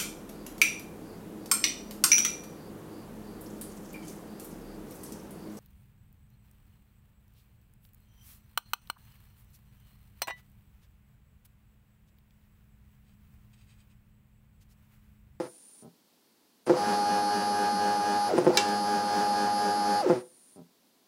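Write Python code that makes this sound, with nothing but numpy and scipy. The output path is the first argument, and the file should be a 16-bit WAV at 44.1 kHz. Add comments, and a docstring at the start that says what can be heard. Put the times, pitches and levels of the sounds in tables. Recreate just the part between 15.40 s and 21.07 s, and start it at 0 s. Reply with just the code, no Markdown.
"""In a workshop, close by, a homemade plotter on a wooden bench ends one stroke and draws two more. Its stepper
motor turns in tiny jumps: they shake the frame at each start and stop, and blend into a steady song at full
speed, over the rush of belt and bearings. A sharp snap rings out after the plotter reverses. At rest the
motor's coils whine until the current drops and the carriage (the part that carries the pen) settles with soft
bumps. Behind it all is the faint hiss of the room."""
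import sys
import numpy as np
from scipy import signal
from scipy.fft import rfft, irfft
from scipy.io import wavfile

SR = 44100
rng = np.random.default_rng(int(sys.argv[2]) if len(sys.argv) > 2 else 0)


def digitize_waveform(pressure):
    """Quantize a signal to 16-bit integers and store it at the path in sys.argv[1].

    Rows of a 2-D input are taken as channels; values are limited to [-1, 1].
    """
    field = np.atleast_2d(pressure).T
    bounded = np.clip(field, -1, 1)
    quanta = np.round(bounded * 32767).astype(np.int16)
    wavfile.write(sys.argv[1], SR, quanta)


N = 250047
TIME = np.arange(N) / SR
FULL_SPEED, STEPS_PER_TURN = 824.66, 200   # speeds are in motor steps per second

# Pen strokes, the first already ending: start_s, brake_s, stop_s, shake_db, resting_whine_db
STROKES = [(-1, -.095, .072, -8, 1.5), (1.265, 2.885, 3.036, 0, 1), (3.04, 4.606, 4.808, 0, -3)]
# One moment per whole stroke when the motor's once-a-turn swell peaks; the rush rises around it: time_s
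SWELL_MOMENTS = [1.5, 3.785]


def motor(speed, steps, shake_db, buzz_db=-45, full_speed_rush_db=-4.6, stagger_steps=2.1):
    """The motor sings once it is up to speed; belt and bearings rush, brighter as it goes faster."""
    # Noise of the belt and bearings: pitch_hz, level_db
    rush_spectrum = [(40, -20.5), (80, -19), (130, -8), (240, -1.5), (550, 0), (900, -4.5), (1400, -6),
                     (2100, -14), (3600, -17.5), (5000, -11.5), (6500, -18), (8500, -24.5), (12000, -30),
                     (16000, -33.5)]
    pace = speed / FULL_SPEED
    steady = np.clip(np.minimum(pace, lowpass(pace, hz=9, order=1)), 0, 1)
    rotor_steps = steps + stagger_steps * (1 - pace) * drift(250)   # it staggers below full speed
    turns = rotor_steps / STEPS_PER_TURN
    angle = shaft_angle(turns)
    load = 1 + .19 * np.cos(angle)
    hum = steady ** 6 * motor_tones(rotor_steps, angle)
    song = pace ** 5 * (case_tones(angle) + from_db(buzz_db) * load * microstep_buzz(turns))
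    bright = noise(rush_spectrum)
    dull = lowpass(bright, hz=1600, order=1)
    rush = dull + (bright - dull) * (.41 + .59 * pace)
    rush_gain = rolling_gain(speed, shake_db) * from_db(full_speed_rush_db * steady) * load
    return hum + song + rush_gain * rush


def motor_tones(steps, angle, waver_rate=35, flutter=.33, belt_wander=.065):
    """The motor's pull ripples and makes tones; the changing load makes them swell and waver."""
    # Tones of the eight-step drive pattern:
    # harmonic, level_db, swell_once_a_turn, swell_twice_a_turn, waver_radians
    tones = [(1, -55, .1, -0.72, .4), (2, -42, .27, 0.54, 0.86), (3, -44.5, .3, 0.33, 0.43),
             (4, -42, 0.52, .1, 0.56), (5, -46.5, .1, .2, 1.1), (6, -54.5, .1, .1, 1.7),
             (7, -42.5, 0.3, -.6, .35), (8, -28.5, 0.041, 0, .11), (9, -46.5, .2, .1, .7),
             (10, -52, 0.17, -0.099, 1.4), (11, -59.5, 0.17, -0.2, 0.8), (14, -54.5, .3, 0.4, 1.3),
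             (15, -49, .3, -0.1, .25), (16, -45, 0.6, -0.25, .12), (17, -51.5, .4, 0, .4)]
    # Tones of the belt at full speed: pitch_hz, level_db
    belt_tones = [(238, -53.5), (598, -54), (1216.4, -44), (1361.6, -55), (1384, -59), (1712, -59.5)]
    pattern_cycles = steps / 8
    each_turn, each_half_turn = np.cos(angle), np.cos(2 * angle)
    out = np.zeros(N)
    for harmonic, db, once, twice, waver in tones:
        unsteady = drift(waver_rate)
        swell = 1 + once * each_turn + twice * each_half_turn
        swell += flutter * waver * unsteady + .15 * drift(11)
        rocking = waver * (sine(angle / np.pi + rng.random()) / np.sqrt(2) + .83 * unsteady)
        tone = sine(harmonic * pattern_cycles + rng.random() + rocking / (2 * np.pi))
        out += from_db(db) * rms_one(swell) * tone
    for hz, db in belt_tones:
        out += from_db(db) * sine(hz * steps / FULL_SPEED + belt_wander * drift(waver_rate))
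    return out


def case_tones(angle, boost_db=1.5, flutter=.2, wander=.05, coil_ring_hz=9400):
    """The motor's case rings at overtones of the full-speed drive pattern."""
    # Ringing of the case, each row moved to the nearest overtone: rough_pitch_hz, relative_db
    tones = [(2471, -58.5), (2885, -63), (3300, -69.5), (3505, -70.5), (3919, -59.5), (4328, -50),
             (4436, -59.5), (4533, -66), (4640, -54.5), (4743, -49.5), (5050, -53.5), (5157, -52),
             (5464, -58), (5959, -67.5), (6083, -61.5), (6185, -67.5), (6907, -64), (7730, -67.5),
             (8554, -69.5), (8662, -71), (9281, -68.5), (9383, -69.5), (9485, -68.5), (9582, -71),
             (10207, -64.5), (11030, -52.5), (11133, -66.5), (11854, -78), (13916, -81), (14739, -74)]
    pattern_hz = FULL_SPEED / 8
    wobbles = [drift(11) for _ in range(7)]
    once_a_turn = .4 * np.cos(angle) - .3
    twice_a_turn = .54 * (1 + np.cos(2 * angle))
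    out = np.zeros(N)
    for k, (hz, db) in enumerate(tones):
        overtone_hz = np.round(hz / pattern_hz) * pattern_hz
        tone = sine(overtone_hz * TIME + rng.random() + wander * wobbles[(k + 2) % 7])
        # low overtones swell; those near the coils' own ringing pitch throb twice as fast
        swell = once_a_turn if hz < 3600 else twice_a_turn if abs(hz - coil_ring_hz) < 300 else 0
        out += from_db(db + boost_db) * tone * (1 + swell + flutter * wobbles[k % 7])
    return out


def microstep_buzz(turns, side_tone_db=-13, uneven_db=3, size=65536):
    """Each step is split into finer ones that buzz; the turning shaft adds tones beside each overtone."""
    # Tone colour of the buzz at full speed: pitch_hz, level_db
    buzz_spectrum = [(500, 1), (1100, 8.5), (2000, -4), (3200, -1), (3700, -3.5), (4800, -8), (6200, 0.5),
                     (7500, -20), (9000, -17), (10000, -23.5), (11200, -19.5), (12000, -29), (16000, -28)]
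    cycles_per_turn = np.arange(size // 16)
    off_overtone = np.abs((cycles_per_turn + 12) % 25 - 12)   # the pattern repeats 25 times a turn
    gains = gain_at(buzz_spectrum, cycles_per_turn * FULL_SPEED / STEPS_PER_TURN)
    gains *= from_db(side_tone_db * np.sqrt(off_overtone) + uneven_db * rng.standard_normal(len(gains)))
    phases = np.exp(2j * np.pi * rng.random(len(gains)))
    one_turn = irfft(gains * (cycles_per_turn > 110) * phases, size)
    return np.interp(turns % 1 * size, np.arange(size), rms_one(one_turn))


def drive(creep_speed=122, speed_up_per_s=8400, slow_down_per_s=7100, lead_in_s=.027, ease_s=.014):
    """Speed and shaking level: each stroke creeps off, speeds up, holds, brakes and creeps to a stop."""
    hold_s, fade_db_per_s = .035, 140   # after braking, the shaking holds briefly and then fades
    speed, shake_db = np.zeros(N), np.zeros(N)
    for start, brake, stop, db, _ in STROKES:
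        until_creep_s = brake + (FULL_SPEED - creep_speed) / slow_down_per_s - TIME
        rising = speed_up_per_s * np.maximum(TIME - start - lead_in_s, 0)
        falling = slow_down_per_s * ease_s * np.logaddexp(0, until_creep_s / ease_s)
        moving = (TIME >= start) & (TIME < stop)
        speed += moving * np.minimum(creep_speed + np.minimum(rising, falling), FULL_SPEED)
        shake_db += moving * (db - fade_db_per_s * np.maximum(-until_creep_s - hold_s, 0))
    return speed, shake_db


def shaft_angle(turns):
    """The shaft's angle in radians, counted from the swell moment of each whole stroke."""
    first, second = np.interp(SWELL_MOMENTS, TIME, turns)
    return 2 * np.pi * (turns - np.where(TIME < STROKES[-1][0], first, second))


def rolling_gain(speed, shake_db, roll_db=-35.5, rotor_hz=200, shudder_db=5, rise_db=3, rise_s=.14):
    """The rush rises at the swell moments, and when steps match the rotor's wobble and it shudders."""
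    octaves_away = np.log2((speed + 1e-9) / rotor_hz)
    shudder = np.exp(-(octaves_away / .7) ** 2)
    rise = sum(np.exp(-((TIME - s) / rise_s) ** 2) for s in SWELL_MOMENTS)
    level_db = roll_db + shake_db + shudder_db * shudder + rise_db * rise
    speed_gain = (speed > 0) * (speed / FULL_SPEED + 1e-9) ** .12   # a little louder when faster
    return limit_fall(from_db(level_db) * speed_gain, db_per_s=600)


def judder(speed, steps, shake_db, jolt_db=-29, pull_db=3.5, fast_db=-4, uneven_db=3, rattle_db=-1):
    """Below full speed, uneven steps and knocks make the frame ring and rattle, and the motor growls."""
    # Ringing of the frame and bench: pitch_hz, level_db, ring_s
    frame_modes = [(183, -20, .09), (367, -7, .045), (362.3, -11, 0.2), (440, -7, .02), (527, -8, .04),
                   (505, -13, .18), (640, -11.5, 0.042), (820, -7.5, .025), (1080, -29, 0.022),
                   (1280, -19, .03), (1560, -34, .02), (1940, -33.5, .02)]
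    # How loud the growl is at each speed: steps_per_s, level_db
    growl_levels = [(100, -57.5), (270, -37.5), (350, -24.5), (480, -30), (600, -40), (760, -38.5),
                    (824, -40)]
    pace = speed / FULL_SPEED
    slow = np.clip((FULL_SPEED - speed) / 60, 0, 1)
    shaking = np.maximum(slow, lowpass(slow, hz=6, order=1)) * (speed > 0)
    rotor_steps = steps + .55 * pace * drift(300)
    new_step = np.diff(np.floor(np.maximum.accumulate(rotor_steps)), prepend=0) > 0
    pulling_away = sum((TIME >= start) & (TIME < brake) for start, brake, *_ in STROKES) * (1 - pace)
    step_db = jolt_db + shake_db + pull_db * pulling_away + fast_db * pace
    jolts = new_step * shaking * from_db(step_db + uneven_db * rng.standard_normal(N))
    force = jolts + knocks()
    rattle = lowpass(signal.fftconvolve(force, dying_noise(ring_s=.025))[:N], hz=2200)
    speeding_up = lowpass(np.gradient(speed) > 0, hz=100)
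    growl_db = np.interp(speed, *np.transpose(growl_levels)) - 5 * speeding_up   # louder when braking
    growl = shaking * from_db(growl_db) * sine(rotor_steps) * (1 + .8 * drift(200))
    return ring(force, frame_modes) + from_db(rattle_db) * rattle + growl


def knocks(gap_s=.0058, soft_hz=2800):
    """Slack in the drive knocks softly in short, fading runs, once for each wobble of the rotor."""
    # Runs of knocks: start_s, level_db, length_s
    runs = [(.001, -25, .011), (1.2985, -14.5, .016), (2.9802, -13.5, .012), (3.067, -12.5, .016),
            (3.1015, -23, .005), (4.699, -16.5, .026)]
    force = np.zeros(N)
    for start, db, length in runs:
        delays = np.arange(0, length, gap_s)
        force += strikes([(start + t, db + 20 * np.log10(1 - (t / length) ** 2 + 1e-9)) for t in delays])
    return lowpass(force, soft_hz)


def snap(tick_db=6, crack_db=16, tail_db=17, ring_db=-5.5):
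    """A sharp snap: a bright tick, a crack, ringing, and a tail from the parts around it."""
    # The snap and its rattle: start_s, level_db
    hits = [(3.1726, -8), (3.1748, -18.5), (3.287, -34)]
    # Ringing of the snapping part: pitch_hz, level_db, ring_s
    snap_modes = [(404, -13, 0.12), (1000, -13.5, 0.073), (1350, -12, 0.024), (1680, -8.5, 0.053),
                  (2310, -9, 0.076), (2751, -12.5, 0.13), (3990, -10.5, .03), (3980, 2, 0.012),
                  (4926, -4, 0.044), (5351, -10, .05), (6120, -6.5, .07), (7200, -16, .05)]
    force = strikes(hits)
    tick = from_db(tick_db) * dying_noise(ring_s=.0027)
    crack = from_db(crack_db) * dying_noise(ring_s=.022)
    tail = from_db(tail_db) * dying_noise(ring_s=.22)
    body = signal.sosfilt(signal.butter(3, [1150, 7000], "band", fs=SR, output="sos"), crack + tail)
    return signal.fftconvolve(force, tick + body)[:N] + from_db(ring_db) * ring(force, snap_modes)


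def coils(speed, hiss_db=-61, jitter=.35, full_speed_db=-19, flare_s=.008):
    """Current switched rapidly on and off makes the coils whine, mostly while standing or creeping."""
    # Tones of the whine: pitch_hz, level_db
    whine_tones = [(6885, -82), (8699, -77), (9206, -62), (9421, -74), (9634, -75), (11024, -70.5)]
    # Hiss around those tones: pitch_hz, level_db
    hiss_spectrum = [(3000, -25), (6000, -17.5), (8000, -14.5), (8900, -12.5), (9150, -5.5), (9400, 0),
                     (9650, -5), (9850, -14), (10400, -21), (11050, -13), (11500, -25.5), (16000, -25)]
    # Brief flares of the whine at low speed: peak_s, level_db
    flare_peaks = [(1.269, 8), (2.985, 18), (3.053, 11)]
    tones = sum(from_db(db) * sine(hz * TIME + jitter * drift(60) / (2 * np.pi))
                for hz, db in whine_tones)
    flares = sum(from_db(db) * np.exp(-((TIME - s) / flare_s) ** 2) for s, db in flare_peaks)
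    gain = limit_fall(whine_gain(), db_per_s=550) + flares
    gain *= from_db(full_speed_db * speed / FULL_SPEED)
    return gain * (tones + from_db(hiss_db) * noise(hiss_spectrum))


def whine_gain(moving_db=3, idle_delay_s=.352):
    """The whine is on from the start of a stroke until the current drops, a moment after the stop."""
    gain = np.zeros(N)
    for start, _, stop, _, rest_db in STROKES:
        gain[(TIME >= start) & (TIME < stop)] = from_db(moving_db)
        gain[(TIME >= stop) & (TIME < stop + idle_delay_s)] = from_db(rest_db)
    return gain


def settle(bump_db=-50.5, gap_s=.012, peak_s=.027, slope_db_per_s=130, count=6):
    """When the current drops the motor lets go; the carriage sinks back in bumps that swell and die."""
    # Ringing of the carriage: pitch_hz, level_db, ring_s
    carriage_modes = [(172.7, 1, 0.22), (196, -7, 0.16), (256.6, 7, 0.082), (392, 7.5, 0.027),
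                      (603, -2, 0.061), (763, -6.5, .07), (974, -12, .06), (1280, -10, 0.052)]
    powered = whine_gain() > 0
    bumps = []
    for drop_s in TIME[1:][powered[:-1] & ~powered[1:]]:
        gaps = gap_s * (1 + .3 * rng.uniform(-1, 1, count))
        delays = np.cumsum(gaps) - gaps[0]
        bumps += [(drop_s + t, bump_db - slope_db_per_s * abs(t - peak_s)) for t in delays]
    return ring(lowpass(strikes(bumps), hz=1100, order=3), carriage_modes)


def workshop(sound, echo_db=-13, ring_s=.3, wall_hz=4000):
    """The walls add a short, dull echo that arrives just after the direct sound."""
    tail = np.concatenate([np.zeros(SR // 150), lowpass(dying_noise(ring_s), wall_hz)])
    return sound + from_db(echo_db) * signal.fftconvolve(sound, tail)[:N]


def room_air(level_db=-66):
    """The still air of the workshop is a faint, even hiss."""
    # Tone colour of the air: pitch_hz, level_db
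    air_spectrum = [(30, -12.5), (70, -26.5), (150, -13), (230, -2.5), (400, -8), (600, -13), (1000, -13.5),
                    (1200, -18.5), (2500, -20.5), (4500, -16), (7000, -22.5), (16000, -21.5)]
    return from_db(level_db) * noise(air_spectrum)


def from_db(db):
    """Turn decibels into a factor to multiply by."""
    return 10 ** (np.asarray(db) / 20)


def rms_one(x):
    """Scale a signal so that its average strength (rms) is 1."""
    return x / np.sqrt(np.mean(np.abs(x) ** 2) + 1e-20)


def sine(cycles):
    """A pure tone of strength 1, from a running count of its cycles."""
    return np.sqrt(2) * np.sin((2 * np.pi * (cycles - np.floor(cycles))).astype(np.float32))


def gain_at(spectrum, hz):
    """The gain at any pitch, read between rows of pitch_hz, level_db."""
    pitches, db = np.transpose(spectrum)
    return from_db(np.interp(np.log(hz + 1e-9), np.log(pitches), db))


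def noise(spectrum):
    """Noise of strength 1 with the given tone colour."""
    hz = np.arange(N // 2 + 1) * SR / N
    return rms_one(irfft(rfft(rng.standard_normal(N)) * gain_at(spectrum, hz), N))


def dying_noise(ring_s):
    """Half a second of noise, total energy 1, that falls 60 dB in ring_s."""
    t = TIME[:SR // 2]
    tail = rng.standard_normal(len(t)) * from_db(-60 * t / ring_s)
    return tail / np.linalg.norm(tail)


def drift(rate):
    """A random wander of strength 1 that heads for a new value `rate` times a second."""
    targets = rng.standard_normal(1024)
    return rms_one(np.interp(TIME * rate, np.arange(len(targets)), targets))


def strikes(rows):
    """One click for each row of start_s, level_db."""
    start_s, db = np.transpose(rows)
    clicks = np.zeros(N)
    clicks[np.clip(np.round(start_s * SR).astype(int), 0, N - 1)] = from_db(db)
    return clicks


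def ring(force, modes):
    """A struck object rings at its own pitches (modes), each falling 60 dB in its ring_s."""
    out = np.zeros(N)
    for hz, db, ring_s in modes:
        decay, phase_step = from_db(-60 / (ring_s * SR)), 2 * np.pi * hz / SR
        feedback = [1, -2 * decay * np.cos(phase_step), decay * decay]
        out += signal.lfilter([0, from_db(db) * np.sin(phase_step)], feedback, force + 1e-18)
    return out


def limit_fall(gain, db_per_s):
    """Let a gain rise at once but fall no faster than db_per_s."""
    fall = db_per_s * TIME
    return from_db(np.maximum.accumulate(20 * np.log10(gain + 1e-9) + fall) - fall)


def lowpass(x, hz, order=2):
    """Soften everything above hz."""
    return signal.sosfilt(signal.butter(order, hz, fs=SR, output="sos"), x + 1e-18)


def highpass(x, hz, order=2):
    """Thin out everything below hz."""
    return signal.sosfilt(signal.butter(order, hz, "high", fs=SR, output="sos"), x)


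def scene():
    """The motor, the shaken frame with its echo, the coils and the quiet room, in one channel."""
    speed, shake_db = drive()
    steps = np.cumsum(speed) / SR
    blows = judder(speed, steps, shake_db) + snap() + settle()
    blows = highpass(blows, hz=153, order=3)   # the small frame gives off little bass
    return (motor(speed, steps, shake_db) + workshop(blows) + coils(speed) + room_air())[None]


def record(dry, peak_limit=.48, bass_cut_hz=65, treble_cut_hz=15750):
    """A small microphone rounds the highest peaks and loses the deep bass and the very top."""
    rounded = dry / (1 + (dry / peak_limit) ** 6) ** (1 / 6)
    thin = highpass(rounded, bass_cut_hz)
    return signal.sosfilt(signal.ellip(12, .1, 80, treble_cut_hz, fs=SR, output="sos"), thin)


dry = scene()
out = record(dry)
digitize_waveform(out)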